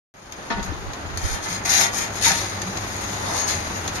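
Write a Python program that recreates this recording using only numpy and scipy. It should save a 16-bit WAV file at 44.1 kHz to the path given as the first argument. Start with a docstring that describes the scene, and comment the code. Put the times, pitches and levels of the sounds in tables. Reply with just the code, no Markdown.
"""A metal peel scrapes over the stone floor of an outdoor gas oven in short, gritty strokes.
Its edge sticks and slips, so the thin blade hisses, rumbles, rings and now and then squeals or honks.
It knocks on the oven mouth, snaps crumbs and drags hollowly under the dough. Underneath, the flame
roars and the oven cavity drones; light gusts touch the two ports of a hand-held microphone."""
import sys
import numpy as np
from scipy import signal
from scipy.fft import rfft, irfft
from scipy.io import wavfile

SR = 44100
rng = np.random.default_rng(int(sys.argv[2]) if len(sys.argv) > 2 else 0)


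def int16_out(signal):
    """Quantize to a 16-bit WAV file."""
    q = np.round(np.clip(np.atleast_2d(signal).T, -1, 1) * 32767)
    wavfile.write(sys.argv[1], SR, q.astype(np.int16))


N = 176400
TIME = np.arange(N) / SR

# main modes of the peel's blade: f/Hz, relative level/dB, t60/s
BLADE_MODES = [(215, 1.5, 0.22), (278, -6, 0.18), (688.4, 5, 0.36), (787, -0.5, 0.4), (928, 9.5, 0.43),
               (1145, 1.5, 0.36), (1266, 2.5, 0.23), (1470, 3, 0.43), (1756, 5, 0.26), (1912, -1.5, 0.35),
               (2030, 5.5, 0.35), (2376, 1, 0.16), (2506, 2, 0.19), (3540, -1.5, 0.15), (4190, -9, 0.16),
               (5450, 2, 0.15), (5932, -9, 0.13), (6514, 4, 0.069)]


def amp(db):
    return 10 ** (np.asarray(db) / 20)


def unit_rms(x):
    return x / np.sqrt(np.mean(x ** 2) + 1e-20)


def unit_energy(x):
    return x / np.sqrt(np.sum(x ** 2, axis=-1, keepdims=True))


def at_hz(points, hz):
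    """Reads a spectrum on a log-frequency axis."""
    f, value = np.transpose(points)
    return np.interp(np.log(hz + 1), np.log(f + 1), value)


def at_time(points):
    """Reads a curve at every sample."""
    return np.interp(TIME, *np.transpose(points))


def add(mix, start, sound):
    part = mix[:, max(round(start * SR), 0):][:, :sound.shape[-1]]
    part += sound[..., :part.shape[-1]]


def through(x, response):
    return signal.fftconvolve(np.atleast_2d(x), np.atleast_2d(response), axes=1)[:, :N]


def colour(points, size=4096):
    """Causal impulse response with the given spectrum."""
    log_gain = np.log(amp(at_hz(points, abs(np.fft.fftfreq(size, 1 / SR)))))
    return np.fft.ifft(np.exp(np.conj(signal.hilbert(log_gain)))).real[:size // 2]


def shape(x, points):
    """EQ that keeps the power of white noise."""
    return through(x, unit_energy(colour(points)))


def wander(hz):
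    """Random drift of rms 1, rolling off above the given rate."""
    rolloff = 1 + (np.fft.rfftfreq(N, 1 / SR) / hz) ** 2
    return unit_rms(irfft(rfft(rng.standard_normal(N)) / rolloff, N))


def flame():
    """The gas flame's fluttering roar, nearly centred in the bass and wide in the treble."""
    spectrum = [(20, -8), (45, 3), (80, 0.5), (130, -2), (200, -4), (255, -4.5), (340, -3), (480, -6.5),
                (800, -4), (1500, -8.5), (2600, -16), (5000, -21), (9000, -50), (16000, -37)]  # roar: f/Hz, level/dB
    swell = [(0, -40), (.5, -36), (.9, -34.5), (1.5, -33.5), (2.6, -31.5), (3.4, -31.5), (4, -30)]  # louder as the microphone closes in: t/s, level/dB
    likeness = [(20, 0.21), (60, 0.78), (130, 0.91), (260, 0.89), (500, 0.42), (900, 0.017), (3000, -0.25),
                (16000, -0.17)]  # stereo image: f/Hz, left-right correlation
    same = at_hz(likeness, np.fft.rfftfreq(N, 1 / SR))
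    left, other = rfft(rng.standard_normal((2, N)))
    noise = irfft(np.array([left, same * left + np.sqrt(1 - same ** 2) * other]), N)
    flutter_db = 1.08 * wander(hz=40.3)
    return unit_rms(through(noise, colour(spectrum))) * amp(at_time(swell) + flutter_db)


def cavity_drone():
    """The oven cavity hums on a wavering note and its octave."""
    swell = [(0, -91), (1.2, -44), (1.5, -42), (2.6, -35), (3.2, -35.5), (3.5, -36.5), (4, -42)]  # hum: t/s, level/dB
    pitch_hz = 100.1 + 5.29 * wander(hz=30.9)
    phase = 2 * np.pi * np.cumsum(pitch_hz) / SR
    fundamental = np.sin(phase) * (1 + 0.36 * wander(hz=27))
    octave = amp(-5.5) * np.sin(2 * phase) * (0.4 + wander(hz=20))
    return unit_rms(fundamental + octave) * amp(at_time(swell))


def low_drone():
    """A lower, unsteady cavity note that comes forward where the main one is weak."""
    swell = [(0, -65.5), (.8, -47.5), (1.3, -36), (1.6, -65), (3.0, -45), (3.5, -39), (4, -39.5)]  # low hum: t/s, level/dB
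    pitch_hz = 78.1 + 6 * wander(hz=25)
    phase = 2 * np.pi * np.cumsum(pitch_hz) / SR
    return unit_rms(np.sin(phase) * (1 + 0.11 * wander(hz=11))) * amp(at_time(swell))


def wind():
    """Gusts buffet each microphone port with its own low rumble."""
    gusts = [(0.515, 0.16, -27, -53), (0.655, .11, -24.5, -49.5), (0.742, 0.15, -34, -40),
             (0.838, 0.11, -46, -27.5), (1.034, 0.064, -30, -42), (1.08, .13, -48, -28),
             (1.222, 0.06, -27, -16), (1.279, 0.1, -38, -22.5)]  # buffets: t/s, length/s, left level/dB, right level/dB
    spectrum = [(15, -15), (40, 0), (85, 0), (140, -15), (300, -37), (1000, -37), (16000, -90)]  # rumble: f/Hz, level/dB
    level = np.zeros((2, N))
    for start, length, left_db, right_db in gusts:
        arch = np.sin(np.pi * np.arange(0, 1, 1 / (length * SR)))
        add(level, start, amp([[left_db], [right_db]]) * arch)
    return level * unit_rms(through(rng.standard_normal((2, N)), colour(spectrum)))


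def bumps():
    """The oven shudders dully on its stand."""
    shudders = [(.57, 203, -22.5, 0.049), (.645, 206, -28.5, 0.054), (.718, 296, -23, 0.017),
                (1.49, 170, -31.5, .12), (2.26, 286, -29, 0.037), (2.3, 171, -28, .055),
                (2.65, 192.3, -25, 0.068)]  # low thuds: t/s, f/Hz, level/dB, half-length/s
    out = np.zeros((2, N))
    for start, hz, db, half_length in shudders:
        age = np.arange(0, 2, 1 / (half_length * SR))
        turns = np.cumsum(hz * (1 + 0.12 * wander(hz / 2)[:len(age)])) / SR
        envelope = 8 * age * np.exp(-3 * age) * (1 - age / 2)
        add(out, start, amp(db) * envelope * np.sin(2 * np.pi * turns))
    return out


def shimmer(x, wet, count=5):
    """Blends in the dense, short ring of blade and oven, which shifts as the contact point moves."""
    decays = [(100, 0.24), (900, 0.076), (2500, 0.24), (6000, 0.085), (16000, 0.068)]  # dense modes: f/Hz, t60/s
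    hz, t, noise = signal.stft(rng.standard_normal((count, 2, SR // 5)), SR, nperseg=256)
    tails = signal.istft(noise * 1000. ** (-t / at_hz(decays, hz)[:, None]), SR, nperseg=256)[1]
    shift_s, ring = 0.1982, 0
    for k, tail in enumerate(tails):
        crossfade = np.clip(1 - abs((TIME / shift_s - k) % count - 1), 0, 1)
        ring += through(x * np.sqrt(crossfade), unit_energy(tail))
    return np.sqrt(1 - wet) * x + np.sqrt(wet) * ring


def blade_notches(x):
    """The thin blade carves valleys between its resonances; they move as the peel slides in."""
    half_in = [(500, -5), (1070, -14), (1590, -1.5), (1980, -3), (2650, -17), (2930, -35), (3310, -16),
               (3800, -7), (4130, -6), (4690, -10), (5020, -8), (5290, -9), (5750, -23)]  # valleys with the peel half in: f/Hz, gain/dB
    fully_in = [(1060, -12), (1570, -5.5), (2450, -1), (2900, -11), (3220, -19), (4170, 0), (4600, 1),
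                (5030, -6), (5230, -9), (5550, -11)]  # valleys with it fully in: f/Hz, gain/dB
    width_hz, makeup_db, slide_at_s, slide_s = 54.7, 1.1, 2.13, 0.17
    hz = np.fft.rfftfreq(4096, 1 / SR)
    depth = np.clip((TIME - slide_at_s) / slide_s + .5, 0, 1)
    out = 0
    for valleys, share in (half_in, 1 - depth), (fully_in, depth):
        gain_db = makeup_db + sum(db * np.exp(-((hz - f) / width_hz) ** 2) for f, db in valleys)
        out += share * through(x, colour(np.c_[hz, gain_db]))
    return out


def contacts(hits, decay_s):
    """A brief chatter of force for each hit."""
    out, t = np.zeros((2, N)), np.arange(SR // 20) / SR
    for start, db in hits:
        burst = rng.standard_normal((2, len(t))) * np.exp(-t / decay_s)
        add(out, start, amp(db) * unit_energy(burst))
    return out


def crumbs():
    """Crumbs snap under the edge and take the colour of the blade."""
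    snaps = [(.3223, -5), (.6281, -7), (.9334, -8), (1.1735, 0.5), (1.651, -7), (2.256, 6), (2.317, 1),
             (2.6176, -0.5), (2.772, -3), (3.3609, -10), (3.5056, -6), (3.8777, 1), (3.9566, -5)]  # breaking crumbs: t/s, level/dB
    spectrum = [(200, -18), (1200, 10), (2500, 9.5), (5000, 13.5), (7000, 12), (12000, 5.5), (16000, -14)]  # bright tick: f/Hz, level/dB
    ticks = shape(contacts(snaps, decay_s=0.0033), spectrum)
    return amp(-1) * blade_notches(shimmer(ticks, wet=0.38))


def knock():
    """The peel lands on the oven mouth and bounces."""
    bounces = [(.502, 1.5), (.514, -1.5), (.523, -2), (.568, -7.5), (.594, -7), (.725, -13), (1.1, -9.5)]  # impacts: t/s, level/dB
    spectrum = [(60, -56), (210, 10), (330, 6), (480, 1), (800, -4), (1150, 2.5), (1700, -3.5),
                (2900, -10.5), (4000, -4), (5500, -15.5), (7000, -27), (16000, -47)]  # body of the knock: f/Hz, level/dB
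    chatter = shape(contacts(bounces, decay_s=0.0078), spectrum)
    return amp(1) * shimmer(chatter, wet=0.54, count=2)


def blade_ring(rise_s, tilt_db=0, phase_spread=1):
    """The blade's decaying modes at each port, tilted by tilt_db per octave above a pivot."""
    t = np.arange(SR // 2) / SR
    pivot_hz, ring = 930, 0
    for hz, db, t60 in BLADE_MODES:
        envelope = amp(db + tilt_db * max(np.log2(hz / pivot_hz), 0) - 60 * t / t60)
        ring += envelope * np.sin(2 * np.pi * (hz * t + phase_spread * rng.random((2, 1))))
    return unit_energy(ring * np.minimum(t / rise_s, 1))


def clanks():
    """Firm blows set the whole blade ringing."""
    blows = [(.502, 6.5, -2, 0.0076), (.568, 2, -8, .014), (1.649, 1, 3, 0.0058), (2.3, 0.5, -3, 0.012)]  # strikes: t/s, level/dB, brightness/(dB per octave), rise/s
    out = np.zeros((2, N))
    for start, db, tilt_db, rise_s in blows:
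        add(out, start, amp(db) * blade_ring(rise_s, tilt_db, phase_spread=0.5))
    return out


def honks():
    """The jammed blade swells on one mode and is damped at once."""
    jams = [(2.261, 922, -19.5), (2.3, 779, -24.5)]  # honking notes: t/s, f/Hz, level/dB
    out, t = np.zeros((2, N)), np.arange(SR // 8) / SR
    rise_s = 0.012
    envelope = (t / rise_s * np.exp(1 - t / rise_s)) ** 2
    for start, hz, db in jams:
        add(out, start, amp(db) * envelope * np.sin(2 * np.pi * hz * t))
    return out


def squeals():
    """The sticking edge sings in thin, fuzzy whistles."""
    whistles = [(1.678, 0.17, 6210, -29), (2.235, 0.045, 6500, -40), (3.34, 0.15, 6530, -35)]  # narrow noise bands: t/s, length/s, f/Hz, level/dB
    out = np.zeros((2, N))
    for start, length, hz, db in whistles:
        t = np.arange(0, length, 1 / SR)
        fuzz = (wander(hz=55) + 1j * wander(hz=55))[:len(t)]
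        whistle = unit_rms((fuzz * np.exp(2j * np.pi * hz * t)).real)
        add(out, start, amp(db) * np.sin(np.pi * t / length) * whistle)
    return out


def grit():
    """Dense tiny slips of uneven size, clumped by the judder of the blade."""
    slips_per_s, spread_db, judder_db = 12000, 2, 0.86
    size = amp(spread_db * np.minimum(rng.exponential(1, (2, N)), 5))
    slips = size * rng.choice([-1, 1], (2, N)) * (rng.random(N) < slips_per_s / SR)
    return unit_rms(slips * amp(judder_db * wander(hz=70)))


def dough_drag():
    """The blade wedges under the dough with a muffled, hollow rub."""
    swell = [(2.95, -60), (3.18, -35), (3.34, -29), (3.42, -33.5), (3.55, -37), (3.7, -60)]  # rubbing: t/s, level/dB
    hollow = [(100, -55), (400, -1.5), (650, 2), (920, 3.5), (1300, -4), (2000, -11), (3000, -29),
              (16000, -55)]  # muffled tone: f/Hz, level/dB
    return shape(grit() * amp(at_time(swell)), hollow)


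def stick_slip():
    """Rasp envelope: the edge sticks and slips in a quick, uneven train, with a few hard catches."""
    catches = [(1.6545, -1.5), (1.716, -1), (1.7265, -3), (1.736, 4), (1.81, 8), (2.2114, 9), (2.257, 5),
               (2.2595, -0.5), (2.2795, 1), (2.285, -1), (2.3163, 7.5)]  # snags within a push: t/s, gain/dB
    slips_per_s, jitter, decay_s, spread_db = 240, 0.35, 0.0019, 1.5
    depth, catch_s = 0.63, 0.0038
    turns = np.cumsum(slips_per_s * np.exp(jitter * wander(slips_per_s))) / SR
    size = amp(spread_db * rng.standard_normal(N))[turns.astype(int)]
    slips = size * np.exp(-(turns % 1) / (slips_per_s * decay_s))
    catch_db = sum(db * np.exp(-(2 * (TIME - start) / catch_s - 1) ** 2) for start, db in catches)
    return unit_rms(1 - depth + depth * unit_rms(slips)) * amp(catch_db)


def at_ports(pair, lag_s=0.00032, share=0.53):
    """The right port hears the left port's grit a little later, mixed with grit of its own."""
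    left, own = pair
    delayed = np.roll(left, round(lag_s * SR))
    return np.array([left, np.sqrt(share) * delayed + np.sqrt(1 - share) * own])


def scrape():
    """Each push drags the blade over grit: a hiss, then a rumble and ring as it bears down."""
    # pushes of the peel: t/s, rise/s, hold/s, half-release/s, hiss level/dB, rumble level/dB
    strokes = [(0.624, 0.013, 0.024, .04, -40.5, -38.5), (1.133, 0.12, 0.087, 0.074, -32.5, -37),
               (1.409, 0.028, 0.0045, 0.048, -31.5, -32.5), (1.462, 0.027, 0.053, 0.077, -31, -39.5),
               (1.645, 0.0064, 0.0077, 0.015, -23, -29), (1.649, 0.059, 0.12, 0.071, -19.5, -30.5),
               (1.898, 0.056, 0.072, 0.074, -28, -36), (2.107, 0.051, 0.02, 0.083, -33.5, -40),
               (2.204, 0.039, 0.035, 0.062, -18, -27.5), (2.275, 0.029, 0.077, 0.25, -28.5, -44),
               (3.15, 0.24, 0.025, 0.026, -29.5, -41), (3.456, 0.03, .005, 0.12, -24.5, -40),
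               (3.922, 0.032, .005, 0.068, -32, -36)]
    slide = [(1.1, -48), (1.3, -46.5), (2.1, -44), (2.55, -41), (3.1, -35.5), (3.6, -37), (3.8, -37.5),
             (4.0, -45)]  # light, steady rubbing: t/s, level/dB
    hiss_spectrum = [(200, -12), (1000, -15), (1850, -1.5), (2450, -5), (2900, -7), (3500, -3.5),
                     (5200, -0.5), (6500, 0.5), (9000, -1), (12300, -5.5), (16000, -12)]  # edge on stone: f/Hz, level/dB
    rumble_spectrum = [(60, -22), (170, -9.5), (300, -2), (480, -8.5), (760, 1), (950, -3.5), (1080, -11),
                       (1300, -2.5), (1900, -0.5), (2500, -14.5), (2900, -7), (3500, -16), (6000, -24),
                       (16000, -35)]  # body of the blade: f/Hz, level/dB
    rumble_lag_s, slide_rumble_db = 0.025, -7
    hiss_power = amp(at_time(slide)) ** 2
    press = hiss_power * amp(slide_rumble_db) ** 2
    for start, rise, hold, half_release, hiss_db, rumble_db in strokes:
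        age = TIME - start
        ramp = np.clip(np.minimum(age / rise, 1 - (age - rise - hold) / (2 * half_release)), 0, 1)
        push = ramp ** np.where(age < rise, 1.4, 3.5)
        hiss_power += (amp(hiss_db) * push) ** 2
        press += (amp(rumble_db) * np.interp(TIME - rumble_lag_s, TIME, push)) ** 2
    rasp = stick_slip()
    force = at_ports(grit() * rasp * np.sqrt(press))
    friction = at_ports(grit() * rasp * np.sqrt(hiss_power))
    rub = amp(2) * shape(friction, hiss_spectrum) + shape(force, rumble_spectrum)
    ring_share = (press / press.max()) ** 0.065  # harder pushes ring more
    ring = amp(-0.5) * through(force * ring_share, blade_ring(rise_s=0.0065))
    return blade_notches(shimmer(rub, wet=0.63)) + ring


def scene():
    peel = scrape() + squeals() + honks() + dough_drag() + knock() + clanks() + crumbs()
    return peel + bumps() + flame() + cavity_drone() + low_drone() + wind()


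def record(dry):
    """The microphone opens and fades up; its ports colour the sound and the top treble is cut."""
    left_port = [(20, -3.5), (1500, 1.5), (3900, 2), (5400, 0), (6050, 5), (6550, 12.5), (7080, 3),
                 (7500, -22.5), (7950, -12), (8700, -4), (10200, -1.5), (12350, -5), (12600, -15.5),
                 (16000, -20.5)]  # left response: f/Hz, gain/dB
    right_port = [(20, -4.5), (1500, 1.5), (4000, -2), (5200, 1), (5900, -1.5), (6700, -9.5), (7100, -22),
                  (7800, -20.5), (8400, -11.5), (10500, -10), (12350, -5.5), (12600, -11), (16000, -62)]  # right response: f/Hz, gain/dB
    open_s, fade_from_db, fade_s, cutoff_hz = 0.14, -10, 0.27, 15800
    t = TIME - open_s
    fade = (t > 0) * amp(fade_from_db * np.clip(1 - t / fade_s, 0, 1))
    heard = through(dry, [colour(left_port), colour(right_port)]) * fade
    lowpass = signal.firwin(511, cutoff_hz, window=("kaiser", 9), fs=SR)
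    return signal.oaconvolve(heard, lowpass[None], "same")


dry = scene()
out = record(dry)
int16_out(out)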